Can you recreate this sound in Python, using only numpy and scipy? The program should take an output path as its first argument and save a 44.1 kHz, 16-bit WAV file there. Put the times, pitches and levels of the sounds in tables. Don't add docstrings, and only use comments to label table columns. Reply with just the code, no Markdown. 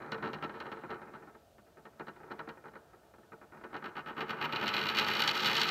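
import sys
import numpy as np
from scipy import signal
from scipy.fft import rfft, irfft
from scipy.io import wavfile
from scipy.ndimage import uniform_filter1d

SR = 44100
rng = np.random.default_rng(int(sys.argv[2]) if len(sys.argv) > 2 else 0)


def magnitude_from_level(level_db):
    exponent = np.asarray(level_db, float) / 20
    return 10 ** exponent


def generate_wav(sig):
    pcm = np.round(np.clip(np.atleast_2d(sig).T, -1, 1) * 32767).astype(np.int16)
    wavfile.write(sys.argv[1], SR, pcm)


N = 251414

# frequency in Hz, level in dB per Hz.
HUSH = [(25, -13), (50, 2), (100, 1), (300, -7), (520, -3.5), (680, 2.5), (950, -17), (2000, -25),
        (2700, -19.5), (4000, -21.5), (8000, -25.5), (10500, -28), (13000, -26), (15800, -30)]
# frequency in Hz, time to fall 60 dB in seconds.
ROOM = [(150, 0.26), (1000, 0.47), (4000, 0.13), (12000, 0.031)]
# time in seconds, level in dB, hardness in dB.
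ROLLING = [(0.0, -46, -30), (0.27, -48.5, -19.5), (0.83, -52.5, -13), (1.16, -55.5, -43), (1.52, -77, -4),
           (1.79, -71, -50), (2.2, -60, -41), (2.32, -53.5, -29), (2.59, -64, -44), (2.98, -68, -26),
           (3.41, -71.5, -39), (3.75, -57, -36), (4.11, -53, -13), (4.43, -43, -7.5), (4.68, -41, -1),
           (5.1, -38.5, 0), (5.52, -38.5, 1.5), (5.7, -38.5, 3.5)]
# start in seconds, length in seconds, knock in dB, hardness in dB.
TRAVEL = [(.020, 0.057, -21, -7), (.1187, 0.007, -4.5, -5), (.1275, 0.0063, -15, 1.5),
          (.143, 0.011, -10, -7), (.179, 0.011, -21, -5), (.2245, 0.009, -7, -8), (.2385, 0.031, -7, -7.5),
          (.2749, 0.027, -14.5, -4.5), (.3321, 0.021, -9, -2.5), (.4245, 0.0054, -7, -4),
          (.437, 0.02, -6.5, -3.5), (.4939, 0.0052, -12, -9), (.5403, 0.041, -17.5, -9),
          (.6016, 0.023, -11.5, -3.5), (.656, 0.03, -12.5, -11.5), (.7159, 0.019, -10.5, -6.5),
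          (.7698, 0.012, -17.5, -21), (.835, 0.018, -12, -32), (.8945, 0.0067, -13.5, -35),
          (.9034, 0.046, -11.5, -7.5), (.9558, 0.012, -20, -39), (1.0162, 0.013, -16.5, -14),
          (1.0716, 0.016, -21, -37), (1.1359, 0.023, -17.5, -11), (1.1554, 0.012, -26, -8),
          (1.2222, 0.015, -22.5, -33), (1.2711, 0.024, -22.5, -28), (1.3474, 0.0076, -23.5, -16),
          (1.417, 0.011, -46, -36), (1.5814, 0.0095, -27.5, -9), (1.665, 0.026, -35, -39),
          (1.70, 0.011, -39, -40)]
# start and length in seconds, knock and hardness in dB.
STAND = [(1.770, 0.023, -25.5, -36), (1.8523, 0.018, -19.5, -10.5), (1.930, .015, -35, -29),
         (1.9962, 0.023, -11.5, -10.5), (2.068, 0.0067, -16, -13), (2.0813, 0.0066, -12.5, -10),
         (2.1611, 0.0065, -23.5, -8), (2.2015, 0.0082, -22.5, -34), (2.2319, 0.0084, -20, -38),
         (2.300, 0.006, -22.5, -26), (2.307, 0.0032, -12.5, -21), (2.3125, 0.023, -12, -9),
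         (2.3911, 0.025, -9.5, -7.5), (2.4734, 0.0071, -13.5, -37), (2.4863, 0.016, -13, -9.5),
         (2.5717, 0.0074, -23, -30), (2.640, .008, -20.5, -30), (2.6555, 0.029, -17, -18),
         (2.7348, 0.0061, -22.5, -13), (2.7532, 0.013, -15.5, -14.5), (2.8376, 0.026, -41, -30),
         (2.9323, 0.011, -27, -22), (3.0306, 0.01, -33, -38), (3.1369, 0.02, -26.5, -40),
         (3.1823, 0.01, -30, -40), (3.2302, 0.0077, -31, -12), (3.319, 0.026, -20, -32),
         (3.413, 0.025, -22.5, -32), (3.520, 0.068, -22.5, -35), (3.6108, 0.021, -22.5, -40),
         (3.636, 0.029, -14.5, -12)]
# start and length in seconds, knock and hardness in dB.
LEAN = [(3.715, 0.015, -27, -35), (3.729, .004, -15.5, -10), (3.7415, 0.011, -10, -7),
        (3.7645, 0.011, -14, -3), (3.8228, .006, -13, -12), (3.841, 0.0096, -11, -4),
        (3.8575, 0.0063, -10.5, -3.5), (3.8685, 0.022, -19.5, -4), (3.9535, 0.0087, -14, -6),
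        (3.9663, 0.024, -11, -3), (3.993, .015, -21.5, -1.5), (4.060, 0.055, -13.5, -4),
        (4.1665, 0.013, -12.5, -4.5), (4.178, 0.021, -11, -2.5), (4.2058, 0.011, -5, 0),
        (4.2195, 0.02, -13.5, -1), (4.2818, 0.0087, -19, 0), (4.2932, 0.022, -9.5, 3.5),
        (4.3045, .004, -13.5, 5.5), (4.328, 0.0043, -8.5, -6), (4.3406, 0.0079, -23, 2)]
# the runs, gap in seconds, unevenness 0-1,
# fade in dB over a run, dulling in dB over a run, scatter in dB.
BOUNCE = [(TRAVEL, .0105, 0.38, -6, -6.5, 3.3), (STAND, 0.013, .35, -8, -9, 7.8),
          (LEAN, .0115, 0.21, -2.1, 0, 1.5)]
# time in seconds, knock in dB,
# hardness in dB.
SINGLE_TOUCHES = [(4.4125, -5.5, 3.5), (4.424, -4, 3), (4.44, -4, 1.0), (4.4473, -6.5, 1),
                  (4.4526, -8.5, 5.5), (4.464, -16.5, 0), (4.469, -28, 0), (4.4814, -24, -7),
                  (4.5235, -6.5, 5.5), (4.5321, -3, 0.5), (4.549, -7, 1.5), (4.5587, -8.5, 10),
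                  (4.5667, -7, 3.5), (4.5802, -12, 1), (4.589, -25, 0), (4.598, -12, 3),
                  (4.6121, -3.5, -0.5), (4.6268, -3, 1), (4.637, -3.5, 1.5), (4.6432, -9, 3.5),
                  (4.6482, -16, -3), (4.658, -13.5, 9), (4.667, -6, 6), (4.6785, -9.5, 11.5),
                  (4.6885, -11.5, 11.5), (4.7031, -16, -3), (4.711, -22, -0.5), (4.7193, -20, -3),
                  (4.729, -20, 10), (4.7375, -7, 10), (4.7439, -5, 6.5), (4.7544, -5.5, 4), (4.765, -7, 11),
                  (4.779, -5, 6.5), (4.79, -10, 10), (4.7976, -11, 3.0), (4.8122, -14, 13),
                  (4.8269, -8.5, 6.5), (4.837, -14, 12), (4.8548, -9, 7.5), (4.8671, -8.5, 9),
                  (4.875, -14, 4), (4.882, -14.5, 8), (4.887, -11, 14.5), (4.897, -4, 5), (4.905, -13, 1),
                  (4.914, -13, 2), (4.926, -18, 0), (4.937, -13.5, -12), (4.9481, -12.5, 10.5),
                  (4.9571, -10.5, 9), (4.969, -6.5, 10), (4.9754, -4.5, 9), (4.9854, -1.5, 11.5),
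                  (4.9951, -5, 12.5), (5.009, -3.5, 7), (5.015, -8, 7), (5.025, -17, 14),
                  (5.0351, -7.5, 0), (5.0442, -13, 11.5), (5.0644, -5.5, 5), (5.0742, -7, 6),
                  (5.084, -4.5, 8), (5.1006, -9.5, 9.5), (5.112, -13, 11), (5.12, -17, 12),
                  (5.126, -22, 13), (5.135, -8, 10), (5.151, -13, 13), (5.1565, -13, 7), (5.167, -12, 13),
                  (5.1791, -12, 8), (5.1929, -7.5, 10), (5.202, -7, 12), (5.2194, -4, 12.5),
                  (5.2373, -5.5, 8.5), (5.247, -14, 10), (5.276, -5, 13), (5.2844, -9.5, 9.5),
                  (5.29, -16.5, 23), (5.2995, -14, 11), (5.3118, -12, 13.5), (5.3275, -26, 5),
                  (5.3332, -22, -1), (5.344, -20, 13.5), (5.3518, -9, 9.5), (5.3666, -16, 11),
                  (5.3748, -13, 13), (5.3938, -19, 19), (5.4016, -12, 13), (5.4078, -11, 7.0),
                  (5.4167, -14, 8), (5.4266, -13, 10), (5.4333, -12.5, 11.5), (5.4451, -5, 9.5),
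                  (5.4507, -5.5, 6), (5.458, -9, 16), (5.465, -12, 17), (5.4713, -8.5, 12.5),
                  (5.4841, -15, 15.5), (5.4966, -4.5, 8), (5.5027, -22, 17), (5.513, -4, 8.5),
                  (5.53, -12, 14.5), (5.543, -10, 10), (5.552, -12, 16.5), (5.5661, -12, 18.5),
                  (5.5783, -8, 12), (5.5853, -16, 5.5), (5.5964, -13.5, 13), (5.6051, -7.5, 9.5),
                  (5.6148, -13.5, 20), (5.6313, -11, 17.5), (5.641, -11, 12), (5.6517, -12, 6),
                  (5.665, -20, 14), (5.6826, -7, 6), (5.6878, -6, 12)]
# frequency in Hz, level in dB, 60 dB decay in seconds.
TABLE_MODES = [(155, -4, .15), (207, -3, .12), (365, -5, .08), (446, 1, .1), (520, -7, .08), (640, -9, .08),
               (730, -9, .08), (855, -5, .08), (945, -7, .08), (1145, -4, .07), (1305, 2, .06),
               (1480, -1, .07), (1620, -3, .06), (1840, -4, .06), (2310, -2, .02), (2500, -4, .045),
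               (2790, 2, .03), (3000, 1, .028), (3200, -1, .01), (3830, 0, .012), (4130, 1, .012),
               (4450, 3, .012), (4620, -6, .006), (5310, -6, .015), (5750, -14, .012)]
# frequency in Hz, level in dB per Hz.
WOOD_COLOUR = [(50, -14.5), (100, -4.5), (180, 0), (290, 3.5), (420, 2), (660, -3), (1300, 6.5),
               (2000, -6.5), (2450, -1.5), (2640, -2), (2900, -4.5), (3550, -17.5), (4000, -2), (4450, -10),
               (4800, -27), (5300, -24), (6100, -31.5), (6700, -34.5), (8000, -43), (11000, -52)]
# frequency in Hz, 60 dB decay in seconds.
WOOD_DECAY = [(100, .18), (500, .09), (1500, .05), (3000, .018), (6000, .011), (12000, .008)]
BANDS_HZ = [809, 1980, 3323, 4674]
# time in seconds, boom in dB.
SPOT = [(0, -5.5), (.3, 1), (.7, -4), (1.1, -4.5), (1.6, -2), (2.0, -6), (2.5, -9), (2.8, -7), (3.3, -4),
        (3.9, -4.5), (4.5, -1), (5.0, 0), (5.3, -1), (5.7, 0)]
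# frequency in Hz, width in Hz, depth 0-1.
DIPS = [(185, 12, 0.44), (410, 19.6, 0.4), (481, 43, 0.72), (556, 20, 0.45), (682, 22, 0.9),
        (757, 11, 0.37), (1071, 13, 0.8), (1130, 11, 0.6), (2090, 52, 0.2), (2580, 100, 0.4)]
# frequency in Hz, level in dB, 60 dB decay in seconds.
COIN_MODES = [(8200, -14, .006), (9370, -13, .006), (13900, 11, .003), (15550, -14, .004)]
# frequency in Hz, level in dB, 60 dB decay in seconds.
LONG_MODE = [(12545, 0, .042)]

HUSH_DB = -64.5
ECHO_S, ECHO_DB = 0.002584, -7
TIP_S, FLAT_S = 2.78, 5.15
TICK_DB, TICK_HARD_DB = -9.5, 2.5
HOP_DB, HOP_HARD_DB = -3, 1.5
GRAZE_S, GRAZE_DB = .0035, -15
FLAT_DRAG_DB = -3
SETTLED = .45
SMALL_TONES_DB = -3
FLAT_BODY_DB = 2.5
UPRIGHT_CLACK_DB, UPRIGHT_SNAP_DB = -.5, 8
SLAP_S, SLAP_DB = [4.8, 5.21], 6.5
BOOM_HZ = 232
RING_SCATTER_DB = 2.5
FREED_S, FREED_DB = [3.2, 5.0], [-24, 4.5]


def unit(x):
    return x / np.linalg.norm(x)


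def read(points, hz):
    f, value = np.transpose(points)
    return np.interp(np.log(hz + 1), np.log(f + 1), value)


def over_time(s, values):
    return np.interp(np.arange(N) / SR, s, values)


def hush():
    hz = np.fft.rfftfreq(N, 1 / SR)
    noise = irfft(rfft(rng.standard_normal(N)) * magnitude_from_level(read(HUSH, hz)), N)
    return magnitude_from_level(HUSH_DB) * noise / noise.std()


def lean():
    return over_time([TIP_S, FLAT_S], [0, 1])


def bounces(runs, gap_s, uneven, fade_db, dull_db, scatter_db, count=7):
    start, length, knock_db, hard_db = np.transpose(runs)[:, :, None]
    chance = rng.spawn(1)[0].uniform(-1, 1, (len(runs), 2 * count, 3))
    shift, weak, odd = chance.T.swapaxes(1, 2)
    step = np.arange(2 * count)
    after = step > 0
    tick = step % 2
    late = gap_s * (step / 2 + after * uneven * shift / 2)
    progress = late / length
    ended_db = -20 * np.clip((late - length) / .004, 0, 5)
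    knock_db = knock_db + fade_db * progress + scatter_db * after * weak + TICK_DB * tick + ended_db
    hard_db = hard_db + dull_db * progress + 2 * scatter_db * after * odd + TICK_HARD_DB * tick
    return np.array([start + late, knock_db, hard_db]).reshape(3, -1)


def marked_touches():
    runs = [bounces(*rule) for rule in BOUNCE]
    singles = np.transpose(SINGLE_TOUCHES) + [[0], [HOP_DB], [HOP_HARD_DB]]
    s, knock_db, hard_db = np.hstack(runs + [singles])
    at = np.clip(np.round(s * SR).astype(int), 0, N - 1)
    clicks = magnitude_from_level(np.array([knock_db - 3.0, knock_db + hard_db - 7.5])).T
    marked = np.zeros((2, N))
    np.add.at(marked.T, at, clicks * (s < N / SR)[:, None])
    graze = np.roll(marked, -round(GRAZE_S * SR), axis=1)
    return marked + magnitude_from_level(GRAZE_DB) * lean() * graze


def touches():
    marked = marked_touches()
    s, level_db, hard_db = np.transpose(ROLLING)
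    level_db = over_time(s, level_db)
    hard_db = over_time(s, hard_db)
    rolling = magnitude_from_level(np.array([level_db, level_db + hard_db]))
    nearby = uniform_filter1d(uniform_filter1d(marked ** 2, size=500, origin=200), size=500)
    drag = magnitude_from_level(-6.5 + FLAT_DRAG_DB * lean()) * np.sqrt(abs(nearby))
    ridges = np.cumsum(330 / SR * rng.gamma(.02, 50, N))
    heights = magnitude_from_level(1.2 * np.minimum(rng.exponential(1, N), 4))
    bumps = heights * (np.diff(np.floor(ridges), prepend=0) > 0)
    bumps = bumps / np.sqrt(np.mean(bumps ** 2))
    return marked + bumps * np.hypot(rolling, drag)


def ring(modes, spread_db=0., sign=1):
    hz, db, t60 = np.transpose(modes)[:, :, None]
    t = np.arange(8192) / SR
    gain = magnitude_from_level(db + spread_db * rng.standard_normal(hz.shape)) * sign ** np.arange(len(hz))[:, None]
    return unit((gain * magnitude_from_level(-60 * t / t60) * np.sin(2 * np.pi * hz * t)).sum(0))


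def dying_noise(colour_db, decay, size):
    hz, t, z = signal.stft(rng.standard_normal(size), SR, nperseg=512, noverlap=448)
    t60 = read(decay, hz)[:, None]
    z = z * magnitude_from_level(colour_db(hz)[:, None] - 60 * t / t60) / np.sqrt(t60)
    return unit(signal.istft(z, SR, nperseg=512, noverlap=448)[1][:size])


def swelled(response, rise_s):
    t = np.arange(len(response)) / SR
    return response * np.sin(np.pi / 2 * np.minimum(t / rise_s, 1)) ** 2


def in_room(response, wet_db):
    walls = swelled(dying_noise(np.zeros_like, ROOM, size=SR // 2), .01)
    tail = magnitude_from_level(wet_db) * np.r_[np.zeros(250), walls]
    tail[0] = 1
    tail[int(ECHO_S * SR * rng.uniform(.7, 1.3))] += magnitude_from_level(ECHO_DB)
    return signal.fftconvolve(response, tail)


def coloured(response, colour, smooth_hz):
    hz = np.fft.rfftfreq(len(response), 1 / SR)
    spectrum = rfft(response)
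    broad = uniform_filter1d(abs(spectrum) ** 2, size=round(smooth_hz / hz[1]))
    log_gain = np.log(magnitude_from_level(read(colour, hz))) - np.log(broad + 1e-12) / 2
    phase = -signal.hilbert(np.r_[log_gain, log_gain[-2:0:-1]]).imag[:len(hz)]
    return irfft(spectrum * np.exp(log_gain + 1j * phase), len(response))


def wood_knock():
    small_tones = dying_noise(lambda hz: read(WOOD_COLOUR, hz), WOOD_DECAY, size=8192)
    wood = swelled(ring(TABLE_MODES, spread_db=-1.0) + magnitude_from_level(SMALL_TONES_DB) * small_tones, 0.0012)
    wood = in_room(wood, wet_db=-14)[:2 ** 14]
    return coloured(wood, WOOD_COLOUR, smooth_hz=420)


def table(force, count=6):
    soft, edge = force
    hardness = np.clip(edge / (soft + 1e-9), magnitude_from_level(-35), magnitude_from_level(10))
    flat = lean()
    upright = 1 - flat
    slap_db = over_time(SLAP_S, [-SLAP_DB / 2, SLAP_DB / 2])
    scatter = magnitude_from_level(2.97 * rng.standard_normal(N))
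    trains = [magnitude_from_level(-3.0) * soft * hardness ** -.12,
              magnitude_from_level(-0.5 + FLAT_BODY_DB * flat) * soft,
              magnitude_from_level(-1.0) * edge * hardness ** -.12,
              magnitude_from_level(-5.5 + UPRIGHT_CLACK_DB * upright) * edge * hardness ** 0.6,
              magnitude_from_level(-9.0 + UPRIGHT_SNAP_DB * upright + slap_db) * edge * hardness ** 0.53 * scatter]
    bass, mid, high, top = BANDS_HZ
    ranges = [(bass, "low"), ([bass, mid], "band"), ([mid, high], "band"), ([high, top], "band"),
              (top, "high")]
    bands = [signal.butter(3, hz, kind, fs=SR, output="sos") for hz, kind in ranges]
    place = (rng.random(N) * count * (1 - SETTLED * flat)).astype(int)
    out = np.zeros(N)
    for k in range(count):
        wood = wood_knock()
        for train, band in zip(trains, bands):
            response = unit(signal.sosfilt(band, wood))
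            out += signal.oaconvolve(train * (place == k), response)[:N]
    return out


def at_microphone(x):
    boom = signal.sosfiltfilt(signal.butter(3, BOOM_HZ, "low", fs=SR, output="sos"), x)
    x = x + boom * (magnitude_from_level(over_time(*np.transpose(SPOT))) - 1)
    for hz, width, depth in DIPS:
        x = x - depth * signal.lfilter(*signal.iirpeak(hz, hz / width, SR), x)
    return x


def coin(force):
    soft, edge = force
    hardness = np.minimum(edge / (soft + 1e-9), magnitude_from_level(-2.5))
    scatter = magnitude_from_level(RING_SCATTER_DB * rng.standard_normal(N))
    drive = edge ** 0.78 * hardness ** 0.5 * scatter
    metal = unit(in_room(swelled(ring(COIN_MODES, sign=-1), .0008), wet_db=-14))
    long_tone = swelled(ring(LONG_MODE), .001)
    freed = magnitude_from_level(over_time(FREED_S, FREED_DB))
    return signal.oaconvolve(drive, metal)[:N] + signal.oaconvolve(drive * freed, long_tone)[:N]


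def scene():
    force = touches()
    wood = at_microphone(table(force))
    metal = magnitude_from_level(-33.5) * coin(force)
    return (wood + metal + hush())[None]


def top_cut(x):
    return signal.sosfilt(signal.butter(12, 15930, fs=SR, output="sos"), x)


def record(dry):
    mic = signal.sosfilt(signal.butter(2, 45, "high", fs=SR, output="sos"), dry)
    mic = signal.oaconvolve(mic, signal.firwin(511, 15790, fs=SR)[None], "same")
    return top_cut(mic)


dry = scene()
out = record(dry)
generate_wav(out)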